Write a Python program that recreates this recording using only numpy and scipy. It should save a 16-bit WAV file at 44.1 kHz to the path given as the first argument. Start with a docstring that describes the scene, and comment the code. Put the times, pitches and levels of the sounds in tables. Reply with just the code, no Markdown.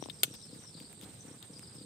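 """Outdoors, beside a small fire of dry twigs. One twig bursts with a loud pop that echoes from
ground and bushes; smaller fractures snap and ring, escaping gas sizzles and the embers crackle.
Insects drone on the right and small birds twitter on the left. A low throb, perhaps a distant
engine, comes in groups of four over a soft rumble; its opening beats sound louder and brighter,
like dull knocks, on the left."""
import sys
import numpy as np
from scipy import signal
from scipy.fft import rfft, irfft
from scipy.io import wavfile
from scipy.ndimage import uniform_filter1d

SR = 44100
rng = np.random.default_rng(int(sys.argv[2]) if len(sys.argv) > 2 else 0)


def bounce(signal):
    """Save signal as a 16-bit WAV file at the path given by the first command-line argument."""
    frames = np.transpose(np.atleast_2d(signal))
    limited = np.clip(frames, -1, 1)
    pcm = np.round(limited * 32767).astype(np.int16)
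    wavfile.write(sys.argv[1], SR, pcm)


N = 81585
T = np.arange(N) / SR

# Spectra of the surroundings: frequency_hz, relative_db
RUMBLE_SPECTRUM = [(20, -40), (45, -36), (70, -3.5), (105, 2.5), (180, 1), (250, -7.5), (450, -9),
                   (700, -30.5), (1500, -29.5), (4000, -95)]
AIR_SPECTRUM = [(100, 9), (700, 4), (1200, -2.5), (2500, -3.5), (5000, -4.5), (6600, -6), (9000, -4.5),
                (11000, -11), (15000, -11), (16000, -26)]
CHORUS_SPECTRUM = [(5000, -48), (6600, -21.5), (7200, 1.5), (7600, 0.5), (8200, 4), (8700, -5), (9100, -3),
                   (9800, -10.5), (10500, -32), (13000, -58)]
FLOCK_SPECTRUM = [(2000, -28), (3000, 1), (3900, 10), (4300, 4.5), (5000, 3.5), (5800, -23), (6600, -5),
                  (8000, -58)]
THROB_SPECTRUM = [(60, -45), (130, -1.5), (230, -3), (300, 1), (380, -15.5), (500, -5.5), (600, -28.5),
                  (900, -46)]
OPENING_BEAT_SPECTRUM = [(40, -59), (150, 1.5), (300, 12), (600, 7), (1100, 3), (1800, -27), (4000, -7),
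                         (9000, -70), (16000, -77)]
# Insect voices: centre_hz, sweep_hz, sweeps_per_s, bandwidth_hz, level_db
INSECT_VOICES = [(8520, 196.7, 17, 140, -58.5), (8234, 170.5, 30, 170, -57.5)]
# Bird notes: start_s, length_s, start_hz, end_hz, level_db
BIRD_NOTES = [(.008, 0.039, 5550, 5950, -50), (0.033, 0.027, 5850, 4930, -55),
              (0.079, 0.028, 5300, 4860, -56), (0.124, 0.045, 5550, 5120, -57),
              (0.184, .028, 5240, 4850, -53), (0.245, .032, 5930, 6260, -51.5),
              (0.319, 0.019, 5860, 5340, -49.5), (.342, 0.028, 5300, 4700, -50.5),
              (.355, 0.024, 5710, 5930, -55), (0.392, 0.031, 5530, 5820, -56.5),
              (0.405, 0.025, 3780, 4090, -55.5), (0.423, .036, 5490, 5060, -50),
              (0.487, 0.016, 4720, 3700, -53), (0.524, .03, 5230, 4560, -53),
              (0.587, 0.015, 5960, 5550, -55), (0.629, 0.028, 6050, 5570, -53),
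              (0.659, .05, 5480, 5140, -53.5), (0.736, .042, 4200, 3700, -55),
              (0.739, 0.019, 5000, 4400, -53.5), (.77, 0.02, 4970, 4390, -50.5),
              (.803, 0.025, 4570, 4970, -53.5), (0.844, 0.028, 4500, 4760, -51.5),
              (0.95, .048, 4510, 4860, -65.5), (1.12, 0.013, 5680, 4660, -61),
              (1.156, 0.013, 5340, 5050, -62), (1.202, 0.017, 6500, 5820, -50.5),
              (1.22, 0.014, 6100, 5720, -59), (1.277, 0.015, 5950, 5680, -56),
              (1.305, .042, 5110, 6350, -59), (1.379, .022, 5080, 4780, -62.5),
              (1.531, 0.017, 5650, 4550, -52), (1.552, 0.032, 5200, 4700, -49),
              (1.62, 0.03, 5400, 4560, -49.5), (1.669, 0.031, 5200, 4640, -52),
              (1.721, 0.021, 5120, 4670, -55), (1.754, 0.021, 5320, 4940, -54),
              (1.78, 0.023, 5250, 4640, -51.5), (1.809, .028, 5050, 4330, -55.5)]
# Level of the birds that join in, relative to each note: time_s, relative_db
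NEIGHBOUR_LEVELS = [(0, -15), (.8, -10), (1.0, -17), (1.85, -17)]
# Accents of the four beats in a group: relative_db
BEAT_ACCENTS = [-4.5, -3, -2.5, -3.5]
# The throb's louder opening beats: start_s, level_db
OPENING_BEATS = [(0.0255, -36), (0.0593, -41.5), (0.0872, -43.5)]

# Spectra of the fire's sounds, the pop at each ear: frequency_hz, relative_db
RUSTLE_SPECTRUM = [(100, -25), (350, 5), (800, 9), (2000, 3), (3500, -4.5), (7000, -31), (16000, -20)]
GAS_SPECTRUM = [(300, 14.5), (1500, -17), (3600, 8.5), (6000, 0), (9000, -1), (12000, -2), (16000, -7)]
CRACK_SPECTRUM = [(200, -66), (1000, 0.5), (3000, 5.5), (6000, 3), (9000, 8), (13000, 4), (16000, 2)]
POP_LEFT_SPECTRUM = [(100, -55), (380, -5), (900, -14.5), (1800, -10), (2300, -7), (3400, 4.5), (4600, -3),
                     (6000, -20.5), (7200, 5), (7900, -23), (9100, -13), (10200, -7), (11800, 0.5),
                     (14000, -8), (16000, -17)]
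POP_RIGHT_SPECTRUM = [(100, -43), (380, 0), (900, -9.5), (1800, -0.5), (3000, -23.5), (4400, 4.5),
                      (6000, -9.5), (7600, 8.5), (8500, 5), (10000, 2), (12000, -3), (14000, 3.5),
                      (16000, -7.5)]
# Rustles of twigs and dry ground: centre_s, half_width_s, level_db
RUSTLE_EVENTS = [(0.344, 0.01, -60.5), (0.642, 0.014, -60.5), (0.777, 0.011, -63), (1.037, 0.023, -65),
                 (1.077, 0.018, -61.5), (1.288, 0.015, -60), (1.342, 0.018, -63), (1.439, 0.013, -60.5),
                 (1.588, 0.12, -71), (1.717, 0.017, -65)]
# Spurts of escaping gas: start_s, length_s, level_db
GAS_SPURTS = [(0.338, 0.017, -50.5), (1.019, .03, -52)]
# Small fractures: start_s, ring_db, pitch_hz, ring_t60_s, crack_db
FRACTURES = [(0.0392, -33.5, 3600, 0.0045, -55), (.0982, -27.5, 3530, 0.0046, -41.5),
             (.1, -34, 3630, 0.023, -59), (0.1098, -62, 3700, .008, -44), (.3392, -38.5, 3860, 0.0047, -47),
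             (0.802, -41.5, 3760, 0.0053, -39), (0.929, -41, 2200, 0.0031, -43),
             (1.0129, -38.5, 3510, 0.0035, -39.5), (1.028, -41, 3300, 0.0046, -56),
             (1.034, -41.5, 3180, 0.0055, -48), (1.4275, -30, 3480, 0.0026, -38.5),
             (1.594, -51, 3020, .004, -39), (1.6297, -42.5, 1400, .004, -56)]
# Modes of the bursting twig: pitch_hz, level_db, t60_s
TWIG_MODES = [(428, -36, 0.038), (1444, -35, 0.042), (2207, -27, .028), (2570, -38, 0.047),
              (2980, -35, 0.047), (3270, -36, 0.034), (3560, -38, 0.035), (4086, -35.5, 0.039),
              (8710, -29.5, 0.045), (11400, -31, 0.02)]


def amp(db):
    """Amplitude grows tenfold for every 20 dB."""
    return 10 ** (np.asarray(db) / 20)


def unit(x):
    """Normalisation to an rms of 1."""
    return x / np.sqrt(np.mean(x ** 2) + 1e-20)


def spectral_gain(spectrum, hz):
    """A spectral envelope, interpolated in decibels over log frequency."""
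    points_hz, db = np.transpose(spectrum)
    return amp(np.interp(np.log(hz + 1), np.log(points_hz), db))


def add(mix, start_s, sound):
    """Superposition: a sound adds to the mix from its start time."""
    part = mix[..., max(round(start_s * SR), 0):][..., :sound.shape[-1]]
    part += sound[..., :part.shape[-1]]


def pan(db):
    """Interaural level difference, left minus right, as two gains."""
    return amp([[db / 2], [-db / 2]])


def noise(spectrum, coherence):
    """Partial coherence: coloured noise of which the ears share a part."""
    white = rng.standard_normal((3, N))
    ears = np.sqrt(coherence) * white[2] + np.sqrt(1 - coherence) * white[:2]
    return unit(irfft(rfft(ears) * spectral_gain(spectrum, np.fft.rfftfreq(N, 1 / SR)), N))


def drift(cutoff_hz):
    """Random modulation: low-passed noise of unit rms."""
    low_pass = np.exp(-(np.fft.rfftfreq(N, 1 / SR) / cutoff_hz) ** 2)
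    return unit(irfft(rfft(rng.standard_normal(N)) * low_pass, N))


def impulse(spectrum, size=2048):
    """Minimum phase turns a spectrum into a causal click of unit energy."""
    log_gain = np.log(spectral_gain(spectrum, abs(np.fft.fftfreq(size, 1 / SR))))
    click = np.fft.ifft(np.exp(signal.hilbert(log_gain).conj())).real[:size // 2]
    return click / np.linalg.norm(click)


def scatter(t60_s, size=12000):
    """Diffuse scattering from ground and bushes: a decaying stereo tail of unit energy."""
    tail = rng.standard_normal((2, size)) * amp(-60 * T[:size] / t60_s)
    return tail / np.linalg.norm(tail, axis=1, keepdims=True)


def through(x, response):
    """Linear filtering: convolution with an impulse response."""
    return signal.fftconvolve(np.atleast_2d(x), np.atleast_2d(response), axes=1)[:, :N]


def background(rumble_db=-56.5, air_db=-61.5):
    """Broadband noise: a coherent low rumble and the diffuse hiss of open air, both wavering."""
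    rumble = amp(rumble_db + 1.27 * drift(22)) * noise(RUMBLE_SPECTRUM, coherence=1.0)
    air = amp(air_db + 2.67 * drift(32)) * noise(AIR_SPECTRUM, coherence=0.13)
    return pan(0.42) * rumble + pan(1.1) * air


def insects(chorus_db=-58.5, rate_spread=.25, depth_spread=0.2945, left_db=-17):
    """Frequency modulation: two shrill voices warble quickly above a steady chorus."""
    out = amp(chorus_db + 1.3 * drift(120)) * noise(CHORUS_SPECTRUM, coherence=0.48)
    for hz, sweep_hz, rate, width_hz, db in INSECT_VOICES:
        depth = 1 + depth_spread * drift(29.8)
        warble = depth * np.sin(2 * np.pi * np.cumsum(rate * (1 + rate_spread * drift(12))) / SR)
        carrier = np.exp(2j * np.pi * np.cumsum(hz + sweep_hz * warble) / SR)
        broadening = 1 + drift(width_hz) + 1j * drift(width_hz)
        out += amp(db) * unit((carrier * broadening).real)
    return amp([[left_db], [0]]) * out


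def chirp(length_s, start_hz, end_hz, jitter_hz=70):
    """A frequency glide: one thin, unsteady note that swells and fades."""
    progress = np.arange(0, length_s, 1 / SR) / length_s
    jitter = np.interp(progress, np.linspace(0, 1, 12), rng.standard_normal(12))
    hz = start_hz + (end_hz - start_hz) * progress + jitter_hz * jitter
    return np.sin(np.pi * progress) ** 0.56 * np.sin(2 * np.pi * np.cumsum(hz) / SR)


def birds(neighbours=8, spread_s=.022, pitch_spread=.07, roughness=.45, flock_db=-63.5, right_db=-10.5):
    """Chorus effect: fainter neighbours join each chirp, off in time and pitch, over a far flock."""
    calls = np.zeros(N)
    for start_s, length_s, start_hz, end_hz, db in BIRD_NOTES:
        add(calls, start_s, amp(db) * chirp(length_s, start_hz, end_hz))
        neighbour_db = db + np.interp(start_s, *np.transpose(NEIGHBOUR_LEVELS))
        for offset, detune, bend in rng.standard_normal((neighbours, 3)):
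            start_ratio, end_ratio = np.exp(pitch_spread * np.array([detune, detune + .5 * bend]))
            note = chirp(length_s, start_hz * start_ratio, end_hz * end_ratio)
            add(calls, start_s + spread_s * offset, amp(neighbour_db) * note)
    calls *= 1 + roughness * drift(520)
    flock = amp(flock_db + 2 * drift(46)) * noise(FLOCK_SPECTRUM, coherence=0.044)
    reverberation = amp(-6) * through(calls, scatter(t60_s=.25))
    return amp([[0], [right_db]]) * (calls + reverberation + flock)


def throb(start_s=.0018, group_s=.2506, beat_s=.0302, level_db=-41, uneven_db=1.73,
          centre_hz=260, fall_hz_per_s=73000):
    """Group delay: in each soft beat the lows arrive last, so its pitch falls. Beats come in fours."""
    beats, hz = np.zeros(N), np.fft.rfftfreq(2048, 1 / SR)
    for group in range(8):
        for beat, accent_db in enumerate(BEAT_ACCENTS):
            at = round((start_s + group * group_s + beat * beat_s) * SR)
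            beats[at:at + 1] = amp(level_db + accent_db + uneven_db * rng.normal())
    phase = np.pi * (hz - centre_hz) ** 2 / fall_hz_per_s
    pulse = np.fft.fftshift(irfft(1j * spectral_gain(THROB_SPECTRUM, hz) * np.exp(1j * phase)))
    return pan(3.2) * signal.fftconvolve(beats, pulse / abs(pulse).max(), "same")


def opening_beats(ring_hz=285, ring_t60_s=0.034, ring_db=-5):
    """Damped resonance: the throb's first beats, louder and brighter, like dull knocks on the left."""
    t, out, click = T[:1024], np.zeros(N), impulse(OPENING_BEAT_SPECTRUM)
    ring = amp(ring_db - 60 * t / ring_t60_s) * np.cos(2 * np.pi * ring_hz * t)
    beat = click / abs(click).max() + ring
    for start_s, db in OPENING_BEATS:
        add(out, start_s, amp(db) * beat)
    return pan(19.0) * out


def embers(ticks_per_s=60, spread_db=0.5, level_db=-74):
    """A Poisson process: independent ticks make a faint, dull crackle deep in the embers."""
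    ticks = (rng.random(N) < ticks_per_s / SR) * amp(spread_db * np.minimum(rng.exponential(1, N), 3))
    dull_ticks = through(ticks, impulse(RUSTLE_SPECTRUM))
    return amp(level_db) * pan(1.7) * unit(through(dull_ticks, scatter(t60_s=0.0052)))


def sizzles_and_rustles(edge_s=0.0013, grain_db=1.0):
    """Amplitude-modulated noise: gas hisses out in short grainy spurts, and dry twigs rustle."""
    spurts = np.zeros(N)
    for start_s, length_s, db in GAS_SPURTS:
        attack = np.clip((T - start_s) / edge_s, 0, 1)
        release = np.exp(-np.maximum(T - start_s - length_s, 0) / edge_s)
        spurts += amp(db) * attack * release
    swells = sum(amp(db) * np.exp(-((T - centre_s) / half_width_s) ** 2 / 2)
                 for centre_s, half_width_s, db in RUSTLE_EVENTS)
    grain = unit(amp(grain_db * drift(420)))
    gas = pan(3.6) * spurts * noise(GAS_SPECTRUM, coherence=0.38)
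    rustle = pan(1.4) * swells * noise(RUSTLE_SPECTRUM, coherence=0.53)
    return grain * (gas + rustle)


def snaps(ring_top_hz=4800, rise_s=.0003, pitch_spread=0.11, crack_t60_s=0.0029, scatter_db=-8):
    """Impulsive excitation: small fractures crack and the wood rings briefly; the ground scatters both."""
    t, rings, cracks = T[:3000], np.zeros(N), np.zeros(N)
    for start_s, ring_db, hz, t60_s, crack_db in FRACTURES:
        wobble = uniform_filter1d(rng.standard_normal(len(t)), 9) * 3  # unit variance
        phase = 2 * np.pi * np.cumsum(hz * (1 + pitch_spread * wobble)) / SR
        envelope = np.minimum(t / rise_s, 1) * amp(ring_db - 60 * t / t60_s)
        add(rings, start_s, envelope * np.sin(phase))
        add(cracks, start_s, amp(crack_db - 60 * t / crack_t60_s) * rng.choice([-1., 1.], len(t)))
    rings = signal.sosfilt(signal.butter(6, ring_top_hz, fs=SR, output="sos"), rings)
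    direct = pan(9.7) * rings + pan(2.0) * through(cracks, impulse(CRACK_SPECTRUM))
    return direct + amp(scatter_db) * through(direct, scatter(t60_s=.045))


def rupture(t, spike=1.28, fast_t60_s=0.02, slow_t60_s=0.054, fibres=4, gap_s=.0004, fibre_t60_s=0.017,
            ground_echo_s=.0016, ground_echo_db=-5.5):
    """Brittle fracture: a spike, fibres tearing in turn, a ground echo and a fading spray of cracks."""
    decay = amp(-60 * t / fast_t60_s) + amp(-8 - 60 * t / slow_t60_s)
    pulses = rng.choice([-1., 1.], (2, len(t))) * decay
    pulses[:, 0] = spike
    for tear_s in gap_s * np.cumsum(rng.uniform(.5, 1.5, fibres)):
        pulses[:, round(tear_s * SR)] = spike * amp(-7 - 60 * tear_s / fibre_t60_s) * rng.choice([-1., 1.])
    pulses[:, round(ground_echo_s * SR)] = spike * amp(ground_echo_db)
    return pulses


def pop(start_s=.2332, gain_db=-17, bush_echo_s=.03, bush_echo_db=-25, bush_top_hz=6000):
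    """Free vibration and reflection: a twig bursts, its modes ring, the bushes return a duller echo."""
    t, out = T[:12000], np.zeros((2, N))
    ear_responses = np.array([impulse(POP_LEFT_SPECTRUM), impulse(POP_RIGHT_SPECTRUM)])
    add(out, start_s, amp(gain_db) * pan(0.81) * through(rupture(t), ear_responses))
    dulled = signal.lfilter(*signal.butter(1, bush_top_hz, fs=SR), out)
    add(out, bush_echo_s, amp(bush_echo_db) * through(dulled, scatter(t60_s=0.28)))
    for hz, db, t60_s in TWIG_MODES:
        phase = 2 * np.pi * (hz * t + rng.uniform(0, 0.33, (2, 1)))
        add(out, start_s, pan(1.2) * amp(db - 60 * t / t60_s) * np.sin(phase))
    return out


def scene():
    """Superposition: the pressures of the fire and its surroundings add at each ear."""
    fire = pop() + snaps() + embers() + sizzles_and_rustles()
    return fire + opening_beats() + throb() + birds() + insects() + background()


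def record(dry, low_cut_hz=55, top_hz=15650):
    """Band limiting: a gentle low cut and a steep treble edge."""
    low_cut = signal.butter(1, low_cut_hz, "high", fs=SR, output="sos")
    low_pass = signal.firwin(255, top_hz, window=("kaiser", 8), fs=SR)
    return signal.oaconvolve(signal.sosfilt(low_cut, dry), low_pass[None], "same")


dry = scene()
out = record(dry)
bounce(out)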